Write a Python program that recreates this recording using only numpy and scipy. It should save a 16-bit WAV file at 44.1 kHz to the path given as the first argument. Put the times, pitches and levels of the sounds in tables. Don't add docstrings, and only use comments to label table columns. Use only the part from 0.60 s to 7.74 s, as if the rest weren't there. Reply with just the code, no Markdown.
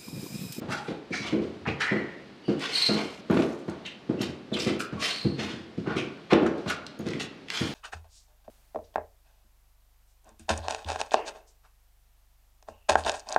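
import sys
import numpy as np
from scipy import signal
from scipy.fft import rfft, irfft, next_fast_len
from scipy.io import wavfile
from scipy.ndimage import uniform_filter1d

SR = 44100
rng = np.random.default_rng(int(sys.argv[2]) if len(sys.argv) > 2 else 0)


def to_wav(sig):
    pcm = np.clip(np.atleast_2d(sig), -1, 1) * 32767
    pcm = np.round(pcm).astype(np.int16)
    wavfile.write(sys.argv[1], SR, pcm.T)


N = 314874

# [t/s, boom level/dB, boom focus f/Hz, clack level re boom/dB, settling time/s]
STEPS = [(.013, -37.5, 326, -10.5, 0.094), (.085, -35, 157, -8, 0.061), (.283, -33, 352, -14.5, .04),
         (.505, -35, 327, -31, 0.036), (0.599, -39, 204, -32, 0.51), (0.725, -25, 303, -22.5, 0.071),
         (.82, -37.5, 300, -16, .04), (1.071, -30.5, 186, -34, 0.05), (1.313, -26.5, 306, -14, 0.064),
         (1.880, -26, 290, -20, 0.025), (1.894, -26, 330, -23.5, .035), (2.289, -26, 324, -8.5, 0.097),
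         (2.698, -22.5, 278, -10.5, 0.075), (2.765, -24.5, 365, -12, 0.088), (3.080, -33, 187, -11, 0.0074),
         (3.492, -25.5, 293, -20.5, 0.077), (3.60, -31, 216, -13.5, 0.13), (3.917, -31, 357, -16.5, 0.1),
         (4.062, -26, 297, -21, 0.075), (4.325, -33, 218, -15, 0.037), (4.647, -22, 158, -27, 0.033),
         (4.783, -33.5, 242, -20, 0.21), (5.177, -31, 190, -40, 0.0152), (5.27, -30, 234, -17, 0.085),
         (5.36, -30.5, 290, -24, 0.087), (5.722, -18, 450, -8.5, 0.079), (5.822, -25.5, 390, -28, 0.051),
         (5.978, -40.5, 500, -28, 0.026), (6.059, -34, 228, -6, 0.028), (6.393, -35.5, 277, -16, 0.046),
         (6.460, -31, 296, -19, 0.062), (6.545, -35.5, 250, -30, 0.079), (7.008, -28, 197, -15.5, 0.078)]
# [f/Hz, density/dB per Hz]
RUB = [(200, 11), (600, 1.5), (1200, 2), (2500, 3.5), (4200, -1.5), (6000, -8), (8500, -17), (12000, -30.5),
       (15500, -47)]

TIME_S = np.arange(N) / SR
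BLOW_S = np.arange(int(SR * .8)) / SR
PEAK_S = BLOW_S.mean()


def undb(db):
    return 10 ** (np.asarray(db) / 20)


def along(points, hz):
    f, value = np.transpose(points)
    return np.interp(np.log(hz + 1), np.log(f), value)


def bump(f, hz, width_oct, db):
    return db / (1 + (np.log2(f / hz) / width_oct) ** 2)


def colour(x, db_at):
    size = 2 * next_fast_len(len(x))
    gain_db = db_at(np.arange(size // 2 + 1) * SR / size + 1)
    cepstrum = irfft(gain_db * np.log(10) / 20)
    cepstrum[1:size // 2] *= 2
    cepstrum[size // 2 + 1:] = 0
    return irfft(rfft(x, size) * np.exp(rfft(cepstrum)))[:len(x)]


def loudest(x, db, size=1024):
    peak_power = uniform_filter1d(x ** 2, size, mode="constant").max()
    return x * undb(db) / np.sqrt(peak_power)


def add(track, s, x):
    start = int(s * SR)
    x, start = x[max(-start, 0):], max(start, 0)
    track[start:start + len(x)] += x[:max(N - start, 0)]


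def grains(count, spread_db):
    size_db = spread_db * np.clip(rng.standard_normal(count), -2, 2)
    return rng.standard_normal(count) * undb(size_db)


def walk(count, rate_hz):
    position = np.arange(count) / SR * rate_hz
    return np.interp(position, np.arange(4096), rng.standard_normal(4096))


def decay(t60_s):
    return np.exp(-np.log(1000) * BLOW_S / t60_s)


def stroke(length_s, rise_share):
    t = BLOW_S - PEAK_S
    rise_s = length_s * rise_share
    catch = 1 / (1 + np.abs(t / rise_s) ** 5.5)
    release = np.exp(-np.abs(t / (length_s - rise_s)) ** 1.12)
    return np.where(t < 0, catch, release)


def nearby(x, count=4, lag_min_s=.0003, lag_max_s=.003, echo_db=-13):
    lags = (SR * rng.uniform(lag_min_s, lag_max_s, count)).astype(int)
    return x + undb(echo_db) * sum(np.pad(x, (lag, 0))[:len(x)] for lag in lags)


def air(level_db=-48.5, swell_db=1, swell_rate_hz=4.76):
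    # [f/Hz, density/dB per Hz]
    air_spectrum = [(30, -21), (90, -8.5), (200, 2.5), (450, -5), (1000, -15), (2000, -17.5), (4300, -21),
                    (7000, -36.5), (11000, -47), (15500, -60)]
    x = colour(rng.standard_normal(N), lambda f: along(air_spectrum, f))
    return x / x.std() * undb(level_db + swell_db * walk(N, swell_rate_hz))


def rustle(steady_db=-67, stir_db=-53.5, calm_s=0.077, flutter_db=2, flutter_rate_hz=25):
    x = colour(grains(N, spread_db=3), lambda f: along(RUB, f))
    stir = sum((TIME_S > s) * np.exp(-np.abs(TIME_S - s) / calm_s) for s, *_ in STEPS)
    motion = undb(steady_db) + undb(stir_db) * stir
    return x / x.std() * motion * undb(flutter_db * walk(N, flutter_rate_hz))


def footfalls(toe_db=-7, shudder_db=-3, focus_db=4.0, detune=0.038, clack_rise_s=.0012, clack_s=0.049):
    # [f/Hz, level/dB, t60/s]
    tread_modes = [(107.7, -13, 0.29), (145.2, 2, 0.11), (211.3, -2.5, 0.097), (282.8, -2.5, 0.13),
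                   (343.6, -7.5, 0.22), (427.4, -0.5, 0.039), (545, -20, 0.54), (679, -11.5, 0.12)]
    # [f/Hz, density/dB per Hz]
    boom_spectrum = [(30, -36), (55, -11), (85, 5.5), (135, -12.5), (210, -1), (350, -0.5), (500, -7),
                     (700, -15), (1100, -29.5), (2500, -26), (6000, -66.5)]
    clack_spectrum = [(200, -23), (600, 22), (1000, 12), (1400, 12.5), (2300, 0.5), (4000, -5), (7000, -31),
                      (15000, -56)]
    usual_step_db, usual_weight_db, weight_slope, weight_hz = -28, 1.5, 0.41, 130
    out = np.zeros(N)
    hz, mode_db, t60_s = np.transpose(tread_modes)[:, :, None]
    sign = (-1) ** np.arange(len(hz))[:, None]
    for s, db, focus_hz, clack_db, settle_s in STEPS:
        own_hz = hz * (1 + detune * rng.standard_normal(hz.shape))
        modes = sign * undb(mode_db) * np.sin(2 * np.pi * own_hz * BLOW_S) * decay(t60_s)
        ring = np.sum(modes, axis=0)
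        toe = int(SR * settle_s * rng.uniform(.3, .8))
        ring = ring + undb(toe_db) * np.pad(ring, (toe, 0))[:len(ring)]
        ring = colour(ring, lambda f: -10 * np.log10(1 + (f / 800) ** 4))

        settling = np.exp(-(BLOW_S / settle_s) ** 1.47)
        shudder = colour(grains(len(BLOW_S), spread_db=6.5) * settling, lambda f: along(boom_spectrum, f))

        weight_db = usual_weight_db - weight_slope * (db - usual_step_db)
        boom = colour(loudest(ring, 0) + loudest(shudder, shudder_db),
                      lambda f: weight_db / (1 + (f / weight_hz) ** 4)
                      - focus_db * np.minimum(np.log2(f / focus_hz) ** 2, 4))

        contact = (1 - np.exp(-BLOW_S / clack_rise_s)) * np.exp(-BLOW_S / clack_s)
        clack = colour(grains(len(BLOW_S), spread_db=10.0) * contact, lambda f: along(clack_spectrum, f))
        add(out, s, loudest(boom, db) + loudest(clack, db + clack_db))
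    return out


def squeal(length_s, hz, glide=0, rough_db=4.5, second_db=-21, third_db=-35, rise_share=0.37):
    count = len(BLOW_S)
    waver = .056 * walk(count, rate_hz=2000) + .013 * walk(count, rate_hz=250)
    pitch_hz = hz * 2 ** (glide * np.clip(BLOW_S - PEAK_S, -length_s, length_s))
    phase = 2 * np.pi * np.cumsum(pitch_hz * (1 + waver)) / SR
    tone = np.sin(phase) + undb(second_db) * np.sin(2 * phase) + undb(third_db) * np.sin(3 * phase)
    return tone * undb(rough_db * walk(count, rate_hz=150)) * stroke(length_s, rise_share)


def squeaks():
    # [t at peak/s, length/s, level/dB, f/Hz]
    squeak_table = [(.12, 0.1, -35.5, 831), (0.543, 0.046, -30.5, 2270), (0.677, 0.05, -43, 2234),
                    (1.875, 0.084, -49, 4590), (1.872, 0.087, -48.5, 2920), (2.189, 0.15, -21, 4260),
                    (2.225, 0.012, -19.5, 4195), (2.267, 0.018, -20.5, 4204), (3.602, .06, -43, 2750),
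                    (4.217, 0.045, -36, 1390), (4.394, 0.062, -39.5, 1123), (4.551, 0.16, -31.5, 4260)]
    # [t at peak/s, length/s, level/dB, f at peak/Hz, glide/octaves per s]
    chirp_table = [(3.941, 0.024, -33, 3325, -16.5), (3.992, .008, -44, 7450, 14),
                   (4.004, 0.0072, -38, 5500, -22)]
    out = np.zeros(N)
    for s, length_s, db, hz in squeak_table:
        add(out, s - PEAK_S, loudest(squeal(length_s, hz), db))
    for s, length_s, db, hz, glide in chirp_table:
        add(out, s - PEAK_S, loudest(squeal(length_s, hz, glide), db))
    return out


def slide(pressure, hz, peak_db, tilt_db, width_oct=0.36,
          judder_db=2, judder_rate_hz=160, shift_db=2, shift_rate_hz=45):
    count = len(BLOW_S)
    edges_hz = np.geomspace(400, 16000, 16)
    slips = np.zeros(count)
    for pair in zip(edges_hz, edges_hz[1:]):
        band = signal.butter(2, pair, "band", fs=SR, output="sos")
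        part = signal.sosfilt(band, grains(count, spread_db=7.5))
        slips += part * undb(shift_db * walk(count, shift_rate_hz))
    slips = slips * undb(judder_db * walk(count, judder_rate_hz)) * pressure
    return colour(nearby(slips), lambda f: along(RUB, f) + bump(f, hz, width_oct, peak_db)
                  + tilt_db * np.log2(np.maximum(f / 1000, 1)))


def scuffs(rise_share=0.24):
    # [t at peak/s, length/s, level/dB, resonance f/Hz, resonance/dB,
    # tilt above 1 kHz/dB per octave]
    scuff_table = [(0.125, 0.09, -32.5, 1490, 19.5, 5.5), (0.542, 0.05, -32.5, 1900, 18, -1.5),
                   (.555, 0.1, -37.5, 5500, 9, 1), (0.673, 0.046, -42.5, 4800, 2, 1),
                   (1.082, 0.05, -29.5, 2310, 6, -6), (1.217, 0.052, -27.5, 1570, 14.5, 0.5),
                   (1.245, 0.17, -28, 1880, 20.5, -2), (3.266, 0.058, -37.5, 2930, 16, 0.5),
                   (3.943, 0.017, -34, 3220, 16, 7), (3.975, 0.046, -36, 2280, -2, -1.5),
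                   (4.205, 0.041, -36.5, 1310, 30, 10.5), (5.297, 0.12, -33.5, 1360, 7.5, -8),
                   (5.381, 0.071, -33.5, 2450, 8, 0.5), (5.717, 0.045, -27, 1340, 10, -4),
                   (5.866, 0.025, -33.5, 1330, 13, -3.5), (6.105, 0.027, -29, 1410, 19, 2)]
    out = np.zeros(N)
    for s, length_s, db, hz, peak_db, tilt_db in scuff_table:
        rasp = slide(stroke(length_s, rise_share), hz, peak_db, tilt_db)
        add(out, s - PEAK_S, loudest(rasp, db))
    return out


def swishes(rise_share=0.34, cloth_hz=2860, cloth_db=2.5):
    # [t at peak/s, length/s, level/dB, tilt above 1 kHz/dB per octave]
    swish_table = [(0.293, 0.065, -42.5, -0.5), (0.668, 0.11, -35, -2), (1.913, 0.07, -46, -0.5),
                   (2.053, 0.14, -29, 0), (2.21, 0.24, -29.5, 4), (2.386, 0.058, -31, -3),
                   (2.79, 0.2, -48, 9), (3.632, 0.07, -34, 3), (4.021, 0.073, -31.5, 5.5),
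                   (4.088, 0.072, -31.5, -1), (4.456, 0.12, -25, 2.5), (4.822, 0.096, -32, -0.5),
                   (4.919, 0.11, -39, -0.5), (6.098, 0.057, -33, 3.5), (6.5, .1, -41, -0.5),
                   (6.613, 0.042, -31.5, 2), (6.97, 0.15, -29.5, 1.5), (7.033, 0.19, -42.5, 7)]
    out = np.zeros(N)
    for s, length_s, db, tilt_db in swish_table:
        swish = slide(stroke(length_s, rise_share), cloth_hz, cloth_db, tilt_db)
        add(out, s - PEAK_S, loudest(swish, db))
    return out


def crunches(rate_hz=220, crack_s=0.0013, slope_db=9, spread_db=4):
    # [t/s, length/s, level/dB, f/Hz]
    crunch_table = [(1.054, 0.036, -33, 1090), (2.716, 0.11, -37, 2060), (2.792, 0.047, -39, 2730),
                    (4.021, .04, -37.5, 3480), (4.074, 0.037, -37.5, 2700), (5.367, 0.086, -40.5, 2390),
                    (5.736, 0.049, -46, 2220)]
    out = np.zeros(N)
    count = len(BLOW_S)
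    for s, length_s, db, hz in crunch_table:
        cracks = (rng.random(count) < rate_hz / SR) * undb(spread_db * rng.standard_normal(count))
        cracks[0] = 1
        cracks = cracks * np.exp(-(BLOW_S / length_s) ** 2)
        bursts = signal.lfilter([1], [1, -np.exp(-1 / (crack_s * SR))], cracks)
        crunch = colour(bursts * rng.standard_normal(count),
                        lambda f: -slope_db * np.minimum(np.log2(f / hz) ** 2, 6))
        add(out, s, loudest(crunch, db, size=512))
    return out


def ticks(decay_s=0.0016, slope_db=9, peak_db=6, width_oct=0.75, dull_hz=7500):
    # [t/s, level/dB, f/Hz]
    tick_table = [(1.995, -51, 7500), (3.098, -50, 7300), (3.263, -49.5, 6560), (3.616, -35, 4000),
                  (4.204, -28.5, 1440), (5.733, -25, 2130), (5.865, -46, 5760), (6.266, -38.5, 3850),
                  (6.467, -46, 3970), (6.487, -40.5, 3900), (6.506, -49, 5800), (6.534, -36.5, 2220),
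                  (6.598, -37, 2660), (6.885, -40, 2360), (6.902, -29, 2430)]
    out = np.zeros(N)
    for s, db, hz in tick_table:
        snap = rng.standard_normal(len(BLOW_S)) * np.exp(-BLOW_S / decay_s)
        tick = colour(snap, lambda f: bump(f, hz, width_oct, peak_db)
                      - slope_db * np.abs(np.log2(f / hz))
                      - 10 * np.log10(1 + (f / dull_hz) ** 6))
        add(out, s, loudest(nearby(tick), db, size=256))
    return out


def clinks(scatter_db=3):
    # [t/s, level/dB]
    clink_table = [(2.711, -52), (3.620, -43.5), (4.627, -63), (6.1, -42), (6.391, -52), (6.407, -59)]
    # [f/Hz, level before scatter/dB, t60/s]
    pull_modes = [(6700, 8, .014), (9000, -2.5, 0.013), (10340, -1.5, 0.013), (11400, 1.5, 0.017),
                  (12000, -7, .018), (13500, -8, .015)]
    out = np.zeros(N)
    hz, mode_db, t60_s = np.transpose(pull_modes)[:, :, None]
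    for s, db in clink_table:
        strength = undb(mode_db + scatter_db * rng.standard_normal(hz.shape))
        ring = np.sum(strength * np.sin(2 * np.pi * hz * BLOW_S) * decay(t60_s), axis=0)
        add(out, s, loudest(nearby(ring), db, size=256))
    return out


def stairwell(x, wet_db, build_s=0.0021):
    # [f/Hz, t60/s]
    well_decay = [(100, 0.4), (300, 0.5), (700, 0.82), (2000, 0.58), (4500, 0.35), (8000, 0.15),
                  (15000, 0.094)]
    count = len(BLOW_S)
    hz = np.arange(count // 2 + 1) * SR / count + 1
    noise = rfft(rng.standard_normal(count))
    tail = np.zeros(count)
    for centre_hz in 62.5 * 2 ** np.arange(9):
        weight = np.clip(1 - np.abs(np.log2(hz / centre_hz)), 0, 1)
        tail += irfft(noise * weight, count) * decay(along(well_decay, centre_hz))
    tail = tail * (1 - np.exp(-BLOW_S / build_s))
    tail = tail / np.sqrt(np.sum(tail ** 2))
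    return x + undb(wet_db) * signal.fftconvolve(x, tail)[:N]


def scene():
    steps = undb(2.5) * stairwell(footfalls(), wet_db=-6.5)
    squeals = undb(-5.0) * stairwell(squeaks(), wet_db=-3)
    soles = stairwell(scuffs() + crunches(), wet_db=-11)
    clothes = undb(-2.17) * stairwell(swishes(), wet_db=-10.5)
    small = stairwell(ticks() + clinks(), wet_db=-7)
    return (air() + rustle() + steps + squeals + soles + clothes + small)[None]


def record(dry, bass_hz=58, top_hz=15400):
    thin = signal.sosfilt(signal.butter(1, bass_hz, "high", fs=SR, output="sos"), dry)
    return signal.sosfilt(signal.ellip(8, .2, 70, top_hz, fs=SR, output="sos"), thin)


dry = scene()
out = record(dry)
to_wav(out)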